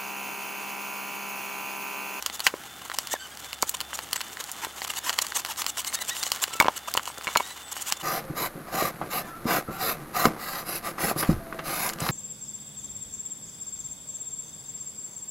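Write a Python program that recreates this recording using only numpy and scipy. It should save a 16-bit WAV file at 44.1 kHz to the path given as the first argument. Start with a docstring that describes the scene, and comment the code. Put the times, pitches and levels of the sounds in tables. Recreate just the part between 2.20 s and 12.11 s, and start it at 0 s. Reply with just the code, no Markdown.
"""A knife blade cuts a polystyrene box lid on a tiled floor, close by. First it picks at the foam: bursts of noise
are snapping beads, dense grains are short scrapes, wavering partials are thin squeaks, and struck resonances
are knocks as the lid is turned. From 5.82 s it saws in long strokes that drive the lid's resonances, so that it
drones, rumbles and thumps. Behind the picking lie light rubbing, room tone and a faint cricket; behind the
sawing, a shuddering lid over a soft hiss."""
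import sys
import numpy as np
from scipy import signal
from scipy.fft import rfft, irfft, next_fast_len
from scipy.io import wavfile

SR = 44100
rng = np.random.default_rng(int(sys.argv[2]) if len(sys.argv) > 2 else 0)


def unload_audio(sound):
    """Save the sound as a 16-bit wav file, at the path given as the first command line argument."""
    columns = np.transpose(np.atleast_2d(sound))
    # keep every value between -1 and 1, then stretch to whole-number steps
    steps = np.round(np.clip(columns, -1, 1) * 32767)
    wavfile.write(sys.argv[1], SR, steps.astype(np.int16))


N = 437031
TIME = np.arange(N) / SR
SAWING_FROM_S = 5.82


# loudest beads of foam to snap [t/s, level/dB, treble tilt against mids/dB]
BEAD_SNAPS = [(0.025, -22.5, 16), (0.0621, -11, 7.5), (0.099, -28.5, -10), (0.195, -27, 1),
              (0.2036, -19.5, 3), (0.2671, -4.5, -8.5), (0.2723, -15, -4), (0.699, -28, -11),
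              (0.7167, -27, -12), (0.7866, -13.5, 6), (0.872, -26, 8), (1.173, -32, 13), (1.245, -34, 5),
              (1.3305, -24.5, -3.5), (1.4246, -10, 29), (1.494, -13, 62), (1.6049, -22.5, 0),
              (1.612, -23.5, -1), (1.7315, -27.5, -17), (1.7901, -23, -3), (1.9307, -11.5, 12),
              (2.0066, -27.5, -5), (2.012, -26, 1), (2.0148, -24.5, 7), (2.171, -31, -14),
              (2.2407, -26, 25), (2.3165, -21.5, 54), (2.3226, -27, 43), (2.4482, -24, 5),
              (2.6186, -25.5, -15), (2.648, -25, -4), (2.702, -30, -13), (2.737, -27.5, -4),
              (2.8777, -34, -11), (2.895, -15, -1), (2.904, -23, -3), (2.9293, -25, 0),
              (2.9885, -11.5, 1.5), (3.0674, -24, 7), (3.1215, -26, -7), (3.2497, -21.5, 1.5),
              (3.2615, -30, 6), (3.4195, -21.5, -2), (3.4436, -27, 4), (3.4649, -17, 3), (3.573, -27, 6),
              (3.647, -24.5, 1), (3.789, -32, 9), (3.9669, -25, 2), (4.0299, -19, 5), (4.035, -16.5, 11),
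              (4.066, -25.5, -7), (4.104, -32, 11), (4.1186, -9.5, 12.5), (4.161, -26, 6),
              (4.239, -13.5, 1.5), (4.4012, -9, 40), (4.4235, -23, 10), (4.7396, -13, 25),
              (4.7705, -16, 46), (4.7753, -14.5, -11), (4.7951, -26.5, -22), (4.856, -29, 10),
              (4.8756, -32, -2), (5.0115, -33, -9), (5.1718, -12.5, 16), (5.567, -30, -14), (5.707, -42, 0),
              (5.7235, -10.5, 3.5), (8.0565, -19.5, 2), (9.049, -30.5, -11), (9.6915, -22, 23),
              (9.6985, -27, -3), (9.8895, -22.5, -27)]
# tone of a breaking bead [f/Hz, gain/dB]
SNAP_COLOUR = [(59, -56), (100, -12.5), (424, -4), (1030, 9.5), (2040, 7.5), (2470, 0), (2990, 6),
               (3620, -5.5), (4290, 0.5), (6290, -12), (7140, -10), (9020, -16), (12400, -17), (15000, -22),
               (16000, -10)]


def snaps(tail_s=0.0073, tail_db=-19, rise_db=-21):
    """A snap has a faint noisy rise, bursts for about a millisecond, then a short tail."""
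    out = np.zeros(N)
    lead, burst_s, rise_s = 256, 0.0007, 0.0014  # lead: samples of rise before the burst
    t = np.arange(-lead, 2048) / SR
    before = amp(rise_db) * np.exp(-np.abs(t) / rise_s)
    after = np.exp(-np.abs(t) / burst_s) + amp(tail_db) * np.exp(-np.abs(t) / tail_s)
    for start, db, bright_db in list(BEAD_SNAPS) + small_snaps():
        burst = rng.standard_normal(len(t)) * np.where(t < 0, before, after)
        burst[lead] += 3 * rng.choice([-1, 1])  # the click of the break itself
        sound = colour(burst, SNAP_COLOUR, bright_db)
        first_3_ms = sound[lead:lead + 130]
        add(out, start + t[0], sound / np.std(first_3_ms) * amp(db))
    return out


# short pushes of the blade [start t/s, end t/s, level before trim and arch/dB, treble tilt before treble_db/dB]
PUSHES = [(0.122, 0.162, -36, 8), (0.236, 0.274, -28.5, 9), (0.611, 0.621, -38.5, -6),
          (0.644, 0.659, -37.5, 1), (0.735, 0.747, -30.5, 3), (0.905, 0.937, -27.5, 12),
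          (1.214, 1.265, -42, -1), (1.464, 1.494, -34.5, 6), (1.539, 1.548, -24.5, 0),
          (1.731, 1.758, -31.5, 7), (1.815, 1.839, -38, 5), (1.954, 1.965, -24, 3.5),
          (2.032, 2.048, -40, 4), (2.19, 2.211, -31, 2.5), (2.413, 2.454, -31.5, -5),
          (2.671, 2.677, -27.5, 4), (2.693, 2.704, -26, 2), (2.756, 2.789, -28.0, 5),
          (2.833, 2.906, -28.5, 1), (2.924, 2.941, -32, 2), (2.977, 2.989, -27, -2), (3.012, 3.023, -21, 9),
          (3.147, 3.173, -22, 5), (3.179, 3.202, -29, 4), (3.279, 3.321, -31, 3), (3.368, 3.421, -28, 8.5),
          (3.473, 3.502, -29.5, 9), (3.567, 3.605, -27.0, 7), (3.661, 3.68, -26.5, 9),
          (3.728, 3.753, -23.5, 10.5), (3.805, 3.822, -27.5, 6), (3.875, 3.899, -26, 8),
          (3.947, 4.003, -34, 12), (4.02, 4.036, -33.5, 1), (4.049, 4.079, -30.5, 7),
          (4.216, 4.236, -21.5, 10), (4.271, 4.279, -33, -5), (4.322, 4.342, -32, 2),
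          (4.558, 4.577, -29.5, 5), (4.672, 4.689, -29.5, -5.5), (4.711, 4.714, -27, 5),
          (4.771, 4.775, -24.5, 11), (5.302, 5.309, -34.5, -2), (5.511, 5.528, -29.5, 13),
          (5.55, 5.579, -35.5, 7), (5.605, 5.625, -29, 20), (5.657, 5.701, -29, 8), (5.709, 5.725, -31, -4),
          (5.763, 5.773, -36, 3), (5.795, 5.819, -36, 4), (9.732, 9.734, -24.5, 1),
          (9.801, 9.803, -21.5, 10), (9.861, 9.867, -30, 10)]
# tone of tearing cell walls [f/Hz, gain/dB]
SCRAPE_COLOUR = [(88, -38), (150, -18), (649, -1.5), (1020, 7), (1350, 3), (1630, 0), (1900, 0.5),
                 (2500, -4.5), (2920, 4), (3220, -0.5), (5150, -6), (6200, -2.5), (7100, -0.5), (8700, -6),
                 (9650, -11), (10600, -8), (13400, -8.5), (14700, -20), (16000, -9)]


def scrapes(rise_s=0.015, fall_s=0.0058, judder_db=1.44, arch_db=6, peak_share=0.78, trim_db=-0.5, treble_db=1.5):
    """Each push tears a dense run of cell walls, swelling as the blade gathers speed."""
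    out = np.zeros(N)
    for start, end, db, bright_db in PUSHES:
        speed = swell(start, end, rise_s, fall_s)
        n = len(speed)
        tearing = scatter(grains(n, rate=9000, scatter_db=1.0), decay_s=0.0031)
        tearing = tearing * amp(judder_db * walk(n, rate=376))
        sound = unit(colour(tearing, SCRAPE_COLOUR, bright_db + treble_db))
        level = amp(db + trim_db + arch_db * arch(n, peak_share))
        add(out, start - rise_s / 4, sound * speed * level)
    return out


def small_snaps(count=3, reach_s=0.024, lead_db=-13.5, spread_db=2, bright_db=-2.5, bright_spread_db=8):
    """Each push loosens a few small beads that give way at random around it, louder for harder pushes."""
    rows = []
    for start, end, db, _ in PUSHES:
        times = rng.uniform(start - reach_s, end + reach_s, count)
        size, bright = rng.standard_normal((2, count))
        levels_db = db + lead_db + spread_db * size
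        rows += zip(times, levels_db, bright_db + bright_spread_db * bright)
    return rows


# even stick-slip of the blade [start t/s, end t/s, first nominal f/Hz, last nominal f/Hz, level/dB,
# step per further partial/dB, mid-way rise of pitch/share]
STICK_SLIPS = [(0.915, 0.967, 1560, 1560, -37, -9, .22), (0.996, 1.063, 1510, 1490, -42, -2, .025),
               (1.114, 1.137, 1600, 1580, -45, -2, .015), (1.975, 2.01, 8100, 7850, -44, -40, 0),
               (3.68, 3.702, 2170, 2100, -37, 0, .01), (3.755, 3.79, 1890, 1870, -42, -4, 0),
               (3.798, 3.829, 1965, 1980, -37, -1, .02), (3.897, 3.944, 1620, 1900, -37.5, -7, .085),
               (4.005, 4.03, 1700, 1880, -40, -1, .02), (4.313, 4.398, 1300, 1340, -41, -8, 0),
               (4.877, 4.917, 8200, 8100, -46, -40, 0), (5.222, 5.334, 1780, 1980, -44.5, -1, .04),
               (5.425, 5.5, 7950, 7700, -48, -40, .02), (6.004, 6.152, 560, 560, -48, -20, -.05),
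               (7.014, 7.12, 1750, 1720, -50, -19, 0), (7.08, 7.217, 1340, 1330, -45, -30, .015),
               (7.478, 7.606, 1310, 1410, -43, -24, .015), (9.19, 9.46, 668, 648, -45, -26, 0)]
# the blade favours partials near one resonance [f/Hz, gain/dB]
SQUEAK_COLOUR = [(2000, 4), (2700, 3), (3800, 10.5), (5200, -4), (8000, 7)]


def squeaks(loose_jitter=0.012, pressed_jitter=0.025, waver=0.008):
    """Regular stick-slip gives a thin, wavering stack of partials whose pitch follows the speed of the blade."""
    out = np.zeros(N)
    for start, end, first_hz, last_hz, db, fall_db, arch_share in STICK_SLIPS:
        speed = swell(start, end, rise=0.0099, fall=0.0053)
        n = len(speed)
        # under the weight of the saw the slips come less evenly, and the squeak turns into a creak
        jitter = pressed_jitter if start > SAWING_FROM_S else loose_jitter
        wobble = 1 + jitter * walk(n, rate=760) + waver * walk(n, rate=49.0)
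        speed_bend = 1 + arch_share * np.sin(np.linspace(0, np.pi, n))
        hz = np.linspace(first_hz, last_hz, n) * wobble * speed_bend
        phase = 2 * np.pi * np.cumsum(hz) / SR
        tone = np.zeros(n)
        for k in range(5):
            partial_db = k * fall_db + np.interp((k + 1) * hz, *np.transpose(SQUEAK_COLOUR))
            flutter_db = 3.3 * walk(n, rate=86.0)
            tone += amp(partial_db + flutter_db) * np.sin((k + 1) * phase)
        add(out, start - 0.005, unit(tone) * speed * amp(db))
    return out


# long saw strokes; levels before trims, arches and bite
# [start t/s, end t/s, level of pressure on the lid/dB, level of blade speed/dB]
SAW_STROKES = [(5.821, 6, -31.5, -39), (6.155, 6.272, -30.5, -34), (6.456, 6.525, -41, -63),
               (6.515, 6.696, -29.5, -37), (6.897, 7.012, -32, -34.5), (7.05, 7.11, -44, -55),
               (7.258, 7.401, -26.5, -36), (7.495, 7.596, -40.5, -49.5), (7.584, 7.74, -31, -33.5),
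               (7.934, 8.082, -27.5, -34.5), (8.176, 8.431, -38, -42), (8.449, 8.591, -39, -35),
               (8.622, 8.71, -35.5, -41.5), (8.78, 8.917, -30.5, -32.5), (8.961, 9.038, -33, -29),
               (9.035, 9.14, -38.5, -47.5), (9.438, 9.713, -35, -35), (9.783, 9.926, -35, -40)]
# resonances of the lid pressed down under the saw [f/Hz, width/Hz, level/dB]
PRESSED_MODES = [(45, 57, -37), (169, 44, 2), (225, 32, 0), (321.5, 73, 2.5), (452.4, 9.5, -2),
                 (542, 55, -6), (722, 177, 0), (1020, 65, -1), (1175, 106, 4), (1500, 140, -9),
                 (1940, 220, -8)]
# upper resonances of the blade in its cut [f/Hz, width/Hz, level/dB]
RASP_MODES = [(2180, 540, 1), (2680, 140, -0.5), (4070, 720, -1), (4700, 340, -12), (5040, 390, -2),
              (6040, 790, -8.5), (6890, 380, -5), (8700, 610, -14.5), (15000, 920, -10)]
# bare tearing of the cells [f/Hz, gain/dB]
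CELL_COLOUR = [(500, -5), (2600, -3.5), (3250, -8), (4000, -5), (6200, 1), (9000, 2.5), (13000, 2),
               (14100, -2), (15000, 4), (16000, 1)]
# the hiss sinks and starts to sing as the cut moves along the lid [t/s, centre f/Hz, level of narrow resonance/dB]
HISS_CENTRE = [(5.8, 12000, -19), (7.7, 12200, -15), (8.299, 11900, -16), (8.5, 11000, 5), (9.5, 11160, 0)]


def sawing(rise_s=0.05, fall_s=0.08, drone_db=1.0, hiss_db=1.5, raw_db=-4, crack_db=-9, arch_db=4.5,
           hiss_arch_db=5, uneven_db=0.93, drift=0.0036, catch_db=0.73, growth_db_per_s=0.34):
    """A long stroke drives the lid's modes, rasps through the cells and hisses along the blade."""
    out = np.zeros(N)
    times, centres, rings = np.transpose(HISS_CENTRE)
    for start, end, lid_db, blade_db in SAW_STROKES:
        # the rasp needs both pressure and speed, and grows as the blade sinks deeper
        rasp_db = (lid_db + blade_db) / 2 + growth_db_per_s * (start - SAWING_FROM_S)
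        hiss_hz = np.interp(start, times, centres)
        ring_db = np.interp(start, times, rings)
        speed = swell(start, end - fall_s / 4, rise_s, fall_s)
        n = len(speed)
        # the stroke is loudest about three quarters of the way through, and uneven from bead to bead
        sweep = arch(n, peak_share=0.76)
        bite = amp(arch_db * sweep + uneven_db * walk(n, rate=129.7))

        slips = scatter(grains(n, rate=5500, scatter_db=0.0), decay_s=0.0066)
        drone = colour(resonate(slips, PRESSED_MODES),
                       [(60, -26), (300, -9.5), (700, 1.0), (2200, -4.5), (3500, -15.5), (9000, -8.0)])

        cells = grains(n, rate=16000, scatter_db=0.5)
        # the free length of the blade differs from stroke to stroke
        length = 1 + drift * rng.standard_normal()
        blade_modes = [(hz / length, width, db) for hz, width, db in RASP_MODES]
        rasp = unit(resonate(scatter(cells, decay_s=0.0029), blade_modes))
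        # single beads crack along the way
        cracks = colour(grains(n, rate=300, scatter_db=4), SNAP_COLOUR, bright_db=-3)
        rasp = rasp + amp(raw_db) * unit(colour(cells, CELL_COLOUR)) + amp(crack_db) * unit(cracks)

        # a narrow steel resonance stands on a broad hiss
        broad = colour(cells, [(3000, -51), (9500, -12.5), (10300, -5), (10900, -1.0), (12300, 1.5),
                               (13100, -2), (14200, -19), (16000, -31)])
        hiss = unit(broad) + amp(ring_db) * unit(resonate(cells, [(hiss_hz, 400, 0)]))

        # the edge catches and frees itself, which loads the foam more than the steel
        catch = amp(catch_db * walk(n, rate=39.7))
        foam = unit(drone) * amp(lid_db + drone_db) + unit(rasp) * amp(rasp_db)
        steel = unit(hiss) * amp(blade_db + hiss_db + hiss_arch_db * sweep)
        add(out, start - rise_s / 4, (foam * catch + steel) * speed * bite)
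    return out


# the blade catches in its cut [t/s, peak level/dB, contact f/Hz]
BLADE_CATCHES = [(8.0553, -8, 4600), (9.029, -29, 3500), (9.889, -16, 3500)]


def catches(width_share=0.25):
    """Held still for a moment, the blade rings more narrowly than it rasps."""
    held = [(hz, width * width_share, db) for hz, width, db in RASP_MODES]
    return blows(BLADE_CATCHES, held, cycles=0.14, direct_db=-35, grit_db=-11, grit_hz=8000)


# the lid knocks as it is turned [t/s, peak level before the low cut/dB, contact f/Hz]
LID_KNOCKS = [(0.339, -18, 388), (0.939, -12.5, 720), (1.4287, -5, 1020), (2.469, -26, 445),
              (4.279, -32, 480), (4.308, -28, 1100), (4.334, -30, 1020), (4.353, -29, 500),
              (4.401, 9, 2000), (4.4118, -3.5, 1000), (4.426, -10, 990), (4.446, -10.5, 1030),
              (4.456, -14.5, 500), (4.4645, -15, 2700), (4.47, -16, 1000), (4.483, 1.5, 860),
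              (4.494, -27, 1300), (4.751, -13.5, 1110), (4.7738, -12, 900), (4.876, -19.5, 1000),
              (4.901, -27, 900), (4.9755, -24.5, 1500), (4.986, -26, 497), (5.0709, -10, 1770),
              (5.077, -15.5, 2600), (5.088, -18.5, 1200), (5.154, -10.5, 2520), (5.159, 0, 1230),
              (5.162, -10.5, 910), (5.171, -17, 840), (5.2, -18, 900), (5.205, -14, 880)]
# resonances of the lid held loosely [f/Hz, width/Hz, level/dB]
LOOSE_MODES = [(283, 91, -7), (565, 690, -10), (990, 150, 3.5), (1320, 110, -7), (2206, 90, 0.5),
               (2730, 72, -23), (3550, 110, -5)]


def knocks(low_cut_hz=78):
    """Contacts ring the loose lid; the deepest bass is cut away."""
    contacts = list(LID_KNOCKS) + rebounds()
    x = blows(contacts, LOOSE_MODES, cycles=0.46, direct_db=-2.0, grit_db=-5.5, grit_hz=2520)
    return signal.lfilter(*signal.butter(1, low_cut_hz, "high", fs=SR), x)


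def rebounds(delay_s=0.0075, drop_db=-12.5, db_per_octave=13.5, pitch_share=0.6, sharp_hz=2100):
    """Each knock rebounds once, softer and duller; sharp contacts rebound most."""
    rows = []
    for start, db, hz in LID_KNOCKS:
        rebound_db = db + drop_db + db_per_octave * np.log2(hz / sharp_hz)
        rows.append((start + delay_s, rebound_db, hz * pitch_share))
    return rows


# the lid bumps under the saw [t/s, peak level/dB, contact f/Hz, level of the shudder that follows/dB]
LID_THUMPS = [(6.099, -29, 170, -32), (6.35, -34, 160, -37), (6.378, -30, 374, -41),
              (6.623, -17, 402, -27.5), (6.814, -16.5, 760, -26), (7.254, -19.5, 254, -30),
              (7.485, -33, 268, -28.5), (7.498, -32, 159, -50), (8.0549, -7.5, 418, -24),
              (8.059, -16, 325, -21.5), (8.054, -0.5, 1290, -38), (8.164, -29, 905, -37),
              (8.782, -22, 1090, -28), (8.837, -23, 217, -26.5), (8.913, -16, 634, -31),
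              (8.96, -25, 400, -25), (9.028, -13, 1360, -22.5), (9.086, -28, 50, -22),
              (9.091, -8, 223, -22), (9.326, -21, 1300, -35.5), (9.388, -31, 1520, -28.5),
              (9.817, -22, 140, -33.5), (9.865, -20, 1100, -31), (9.889, -15, 1310, -25),
              (9.893, -18.5, 138, -28)]


def thumps():
    """Bumps under the saw ring the pressed lid."""
    return blows(LID_THUMPS, PRESSED_MODES, cycles=0.53, direct_db=-9.5, grit_db=-12, grit_hz=1130, grit_ratio=2.0)


def jolts(rise_s=0.0027, decay_s=0.033, reference_hz=200, decay_power=0.38, top_ratio=1.67, raw_db=-6):
    """After each bump the lid shakes to a little above the contact's pitch; low shudders last longest."""
    out = np.zeros(N)
    t = np.arange(SR // 2) / SR
    for start, _, hz, db in LID_THUMPS:
        slips = grains(len(t), rate=2500, scatter_db=-1.0)
        shake = resonate(slips, PRESSED_MODES) + amp(raw_db) * slips
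        top_hz = min(hz * top_ratio, SR / 4)
        shake = signal.lfilter(*signal.butter(2, top_hz, fs=SR), shake)
        fade_s = decay_s * (reference_hz / hz) ** decay_power
        envelope = np.minimum(t / rise_s, 1) * np.exp(-t / fade_s)
        add(out, start, unit(shake) * envelope * amp(db))
    return out


# the knife is jarred [t/s, peak level/dB, contact f/Hz]
KNIFE_CLINKS = [(4.335, -32, 2400), (4.401, -12, 1990), (4.425, -23, 2400), (5.077, -20, 2980),
                (5.172, -11, 5000), (5.2, -24, 2300), (9.392, -36, 2600)]
# resonances of the knife [f/Hz, width/Hz, level/dB]
KNIFE_MODES = [(2237, 40, 4), (2780, 60, -1.5), (4145, 54, -13), (5540, 85, -17), (6955, 110, 3),
               (8700, 70, -9)]


def clinks():
    """Jarring contacts ring the knife's own modes."""
    return blows(KNIFE_CLINKS, KNIFE_MODES, cycles=0.28, direct_db=-35, grit_db=-14, grit_hz=8000)


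# soft hiss under the sawing [f/Hz, gain/dB]
SAW_BED_COLOUR = [(25, -6), (100, -16.5), (700, -16.5), (1500, -14.5), (3200, -32), (4150, -27.5),
                  (5500, -35.5), (6300, -32.5), (8200, -36), (10500, -24), (12600, -24), (14200, -36),
                  (15100, -38), (16000, -45)]


def shudder(rumble_db=-45, murmur_db=-47, stroke_rumble_db=-11, stroke_murmur_db=-5, unsteady_db=1.5, bed_db=-47):
    """The pressed lid creaks and rumbles against the tiles over a soft hiss, more under each stroke."""
    body = resonate(grains(N, rate=900, scatter_db=0.0), PRESSED_MODES)
    stroke = pressure()
    grip = amp(unsteady_db * walk(N, rate=16))
    rumble = unit(colour(body, [(30, -13.0), (130, 6.0), (380, 6.5), (700, -10.5), (3000, -63)]))
    murmur = unit(colour(body, [(200, -20.5), (500, 9.0), (1000, -5.5), (1500, -4), (3000, -9.5), (9000, -4)]))
    # hypot adds the steady and the stroke-driven part by power
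    rumble = rumble * np.hypot(amp(rumble_db), amp(stroke_rumble_db) * stroke)
    murmur = murmur * np.hypot(amp(murmur_db), amp(stroke_murmur_db) * stroke)
    bed = amp(bed_db) * unit(colour(rng.standard_normal(N), SAW_BED_COLOUR))
    return (rumble + murmur) * grip + jolts() + bed


def pressure(rise_s=0.066, fall_s=0.15):
    """How hard the saw strokes bear on the lid, through time."""
    out = np.zeros(N)
    for start, end, lid_db, _ in SAW_STROKES:
        add(out, start - rise_s / 4, swell(start, end, rise_s, fall_s) * amp(lid_db))
    return out


# light rubbing between the pushes, shared gain of its three layers [t/s, level/dB]
RUB_LEVEL = [(0.0, -43.5), (0.4, -43.5), (0.8, -42.5), (1.9, -42), (2.3, -41), (3.75, -42.5), (4.05, -35.5),
             (4.33, -37.5), (4.55, -43), (4.8, -43.5), (5.1, -37.5), (5.8, -44)]


def rubbing(rub_db=-8.0, tick_db=-10.0, patchy_db=4.5, crumble_db=-6, cluster_db=6):
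    """The resting blade whispers on the foam in patches; single cells tick, and crumble in fine clusters."""
    whisper = unit(colour(grains(N, rate=8300, scatter_db=2.5), SCRAPE_COLOUR))
    patches = amp(patchy_db * walk(N, rate=41))
    ticks = unit(colour(grains(N, rate=190, scatter_db=2.5), SNAP_COLOUR, bright_db=0))
    clusters = grains(N, rate=830, scatter_db=0.5) * amp(cluster_db * walk(N, rate=60))
    crumbs = unit(colour(clusters, SCRAPE_COLOUR, bright_db=10))
    layers = amp(rub_db) * whisper * patches + amp(tick_db) * ticks + amp(crumble_db) * crumbs
    return layers * amp(curve(RUB_LEVEL, axis=1))


def cricket(level_db=-49.0):
    """A faint cricket chirps somewhere in the house, its pitch blurred by the walls."""
    hz, blur_hz, period_s, peak_at_s = 3530, 26, 0.376, 0.175
    lingering = 0.15  # share of the tone that stays between chirps
    pulse = np.cos(np.pi * (TIME - peak_at_s) / period_s) ** 2
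    chirps = (lingering + (1 - lingering) * pulse) * amp(1.5 * walk(N, rate=30))
    phase = 2 * np.pi * np.cumsum(hz + blur_hz * walk(N, rate=200)) / SR
    return np.sin(phase) * chirps * amp(level_db)


# soft hiss of the room [f/Hz, gain/dB]
AIR_COLOUR = [(25, -36), (100, -5.5), (300, -4.5), (600, -8), (820, 1), (950, -12), (1350, -2), (2500, -11),
              (3100, -7.5), (4500, -18), (8000, -14.5), (16000, -18)]


def room_tone(air_db=-47, hum_db=-63.5, hum_hz=69):
    """Drifting filtered noise makes a soft hiss, and a wavering sine a low hum."""
    drift = amp(1.2 * walk(N, rate=12))
    air = unit(colour(rng.standard_normal(N), AIR_COLOUR)) * amp(air_db) * drift
    hum = np.sqrt(2) * np.sin(2 * np.pi * hum_hz * TIME)
    return air + hum * amp(hum_db + 2.0 * walk(N, rate=3.47))


def tiles(x, decay_s=0.013, wet_db=-19):
    """Faint, short reflections from the floor and walls: decaying noise after a 2 ms gap."""
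    t = np.arange(8192) / SR
    echo = rng.standard_normal(len(t)) * np.exp(-t / decay_s) * (t > 0.002)
    return x + amp(wet_db) * signal.fftconvolve(x, echo / np.linalg.norm(echo))[:N]


def scatter(x, decay_s):
    """Many brief echoes inside the foam comb the direct sound; the comb shifts as the blade travels."""
    t = np.arange(1500) / SR
    paths = rng.standard_normal((2, len(t))) * np.exp(-t / decay_s)
    first, last = (signal.fftconvolve(x, path / np.linalg.norm(path))[:len(x)] for path in paths)
    travel = np.linspace(0, np.pi, len(x))
    return x + np.cos(travel) * first + np.sin(travel) * last


def blows(table, modes, cycles, direct_db, grit_db, grit_hz, grit_ratio=3, place_db=4.0):
    """Each contact is a short, gritty push that rings the modes, in a mix that depends on where it lands."""
    out = np.zeros(N)
    t = np.arange(6000) / SR
    for start, db, hz, *_ in table:
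        grit_filter = signal.butter(2, min(grit_hz, grit_ratio * hz), fs=SR)
        grit = unit(signal.lfilter(*grit_filter, rng.standard_normal(len(t))))
        age = t * hz / cycles
        push = age * np.exp(1 - age) * (np.sin(2 * np.pi * hz * t) + amp(grit_db) * grit)
        struck = [(f, width, mode_db + place_db * rng.standard_normal()) for f, width, mode_db in modes]
        sound = resonate(push, struck) + amp(direct_db) * push
        add(out, start, sound / np.max(np.abs(sound)) * amp(db))
    return out


def grains(n, rate, scatter_db):
    """Tiny slips at random moments (rate per second) and of uneven size."""
    slips = rng.random(n) < rate / SR
    return slips * rng.standard_normal(n) * amp(scatter_db * rng.standard_normal(n))


def resonate(x, modes):
    """Sum of parallel resonances (Hz, width Hz, dB)."""
    out = 0
    for hz, width, db in modes:
        peak = signal.iirpeak(min(hz, SR / 2 - 1), hz / width, fs=SR)
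        out = out + amp(db) * signal.lfilter(*peak, x)
    return out


def colour(x, points, bright_db=None):
    """Causal minimum-phase filter through (Hz, dB) points; a shelf can tilt the treble against the mids."""
    size = 2 * next_fast_len(len(x) // 2 + 1024)
    hz = np.maximum(np.fft.rfftfreq(size, 1 / SR), 1)
    knots, db = np.transpose(points)
    gain = amp(np.interp(np.log(hz), np.log(knots), db))
    if bright_db is not None:
        treble = np.sum(gain[(hz > 5000) & (hz < 16000)] ** 2)
        mids = np.sum(gain[(hz > 500) & (hz < 2500)] ** 2)
        lead_db = 10 * np.log10(treble / mids)
        shelf = np.interp(np.log(hz), np.log([1600, 7000]), [0, 1])
        gain = gain * amp((bright_db - lead_db) * shelf)
    # folding the cepstrum forward in time gives the minimum phase
    cepstrum = irfft(np.log(gain))
    cepstrum[1:size // 2] *= 2
    cepstrum[size // 2 + 1:] = 0
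    return irfft(rfft(x, size) * np.exp(rfft(cepstrum)))[:len(x)]


def swell(start, end, rise, fall):
    """Blade speed over one movement: soft ramps that straddle its start and end."""
    t = np.arange(int((end - start + (rise + fall) / 2) * SR)) / SR
    ramp_up = np.sin(np.pi / 2 * np.clip(t / rise, 0, 1)) ** 2
    ramp_down = np.sin(np.pi / 2 * np.clip((t[-1] - t) / fall, 0, 1)) ** 2
    return ramp_up * ramp_down


def arch(n, peak_share):
    """Rises from -1 to 0 at a share of the movement and falls back to -1."""
    peak = np.clip(peak_share, 0.1, 0.9)
    angle = np.interp(np.linspace(0, 1, n), [0, peak, 1], [0, np.pi / 2, np.pi])
    return np.sin(angle) - 1


def walk(n, rate):
    """Random wander of spread 1, in straight lines between rate points per second."""
    step = SR / rate
    points = n // 16 + 2
    line = np.interp(np.arange(n) / step, np.arange(points), rng.standard_normal(points))
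    return line * np.sqrt(1.5)  # makes up for the spread lost between points


def curve(table, axis):
    """One column of a table as a line through time."""
    rows = np.array(table)
    return np.interp(TIME, rows[:, 0], rows[:, axis])


def amp(db):
    """Decibels to linear gain."""
    return 10 ** (np.asarray(db) / 20)


def unit(x):
    """Scale to rms 1."""
    return x / np.sqrt(np.mean(x ** 2) + 1e-18)


def add(out, start_s, x):
    """Mix x into out from a given time."""
    i = max(int(start_s * SR), 0)
    out[i:i + len(x)] += x[:max(len(out) - i, 0)]


def scene():
    """Cutting and contacts with reflections, over one background while picking and another while sawing."""
    pressed = np.clip((TIME - SAWING_FROM_S) / 0.0093, 0, 1)  # 9.3 ms crossfade
    cutting = snaps() + scrapes() + squeaks() + sawing() + catches()
    contacts = knocks() + thumps() + clinks()
    picking_bed = rubbing() + cricket() + room_tone()
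    mono = tiles(cutting + contacts) + (1 - pressed) * picking_bed + pressed * shudder()
    return np.array([mono, mono])


def record(dry, ceiling=0.72, top_hz=15750):
    """Round the loudest peaks, then cut steeply above the top frequency."""
    rounded = ceiling * np.tanh(dry / ceiling)
    return signal.sosfilt(signal.ellip(10, 0.2, 80, top_hz, fs=SR, output="sos"), rounded)


dry = scene()
out = record(dry)
unload_audio(out)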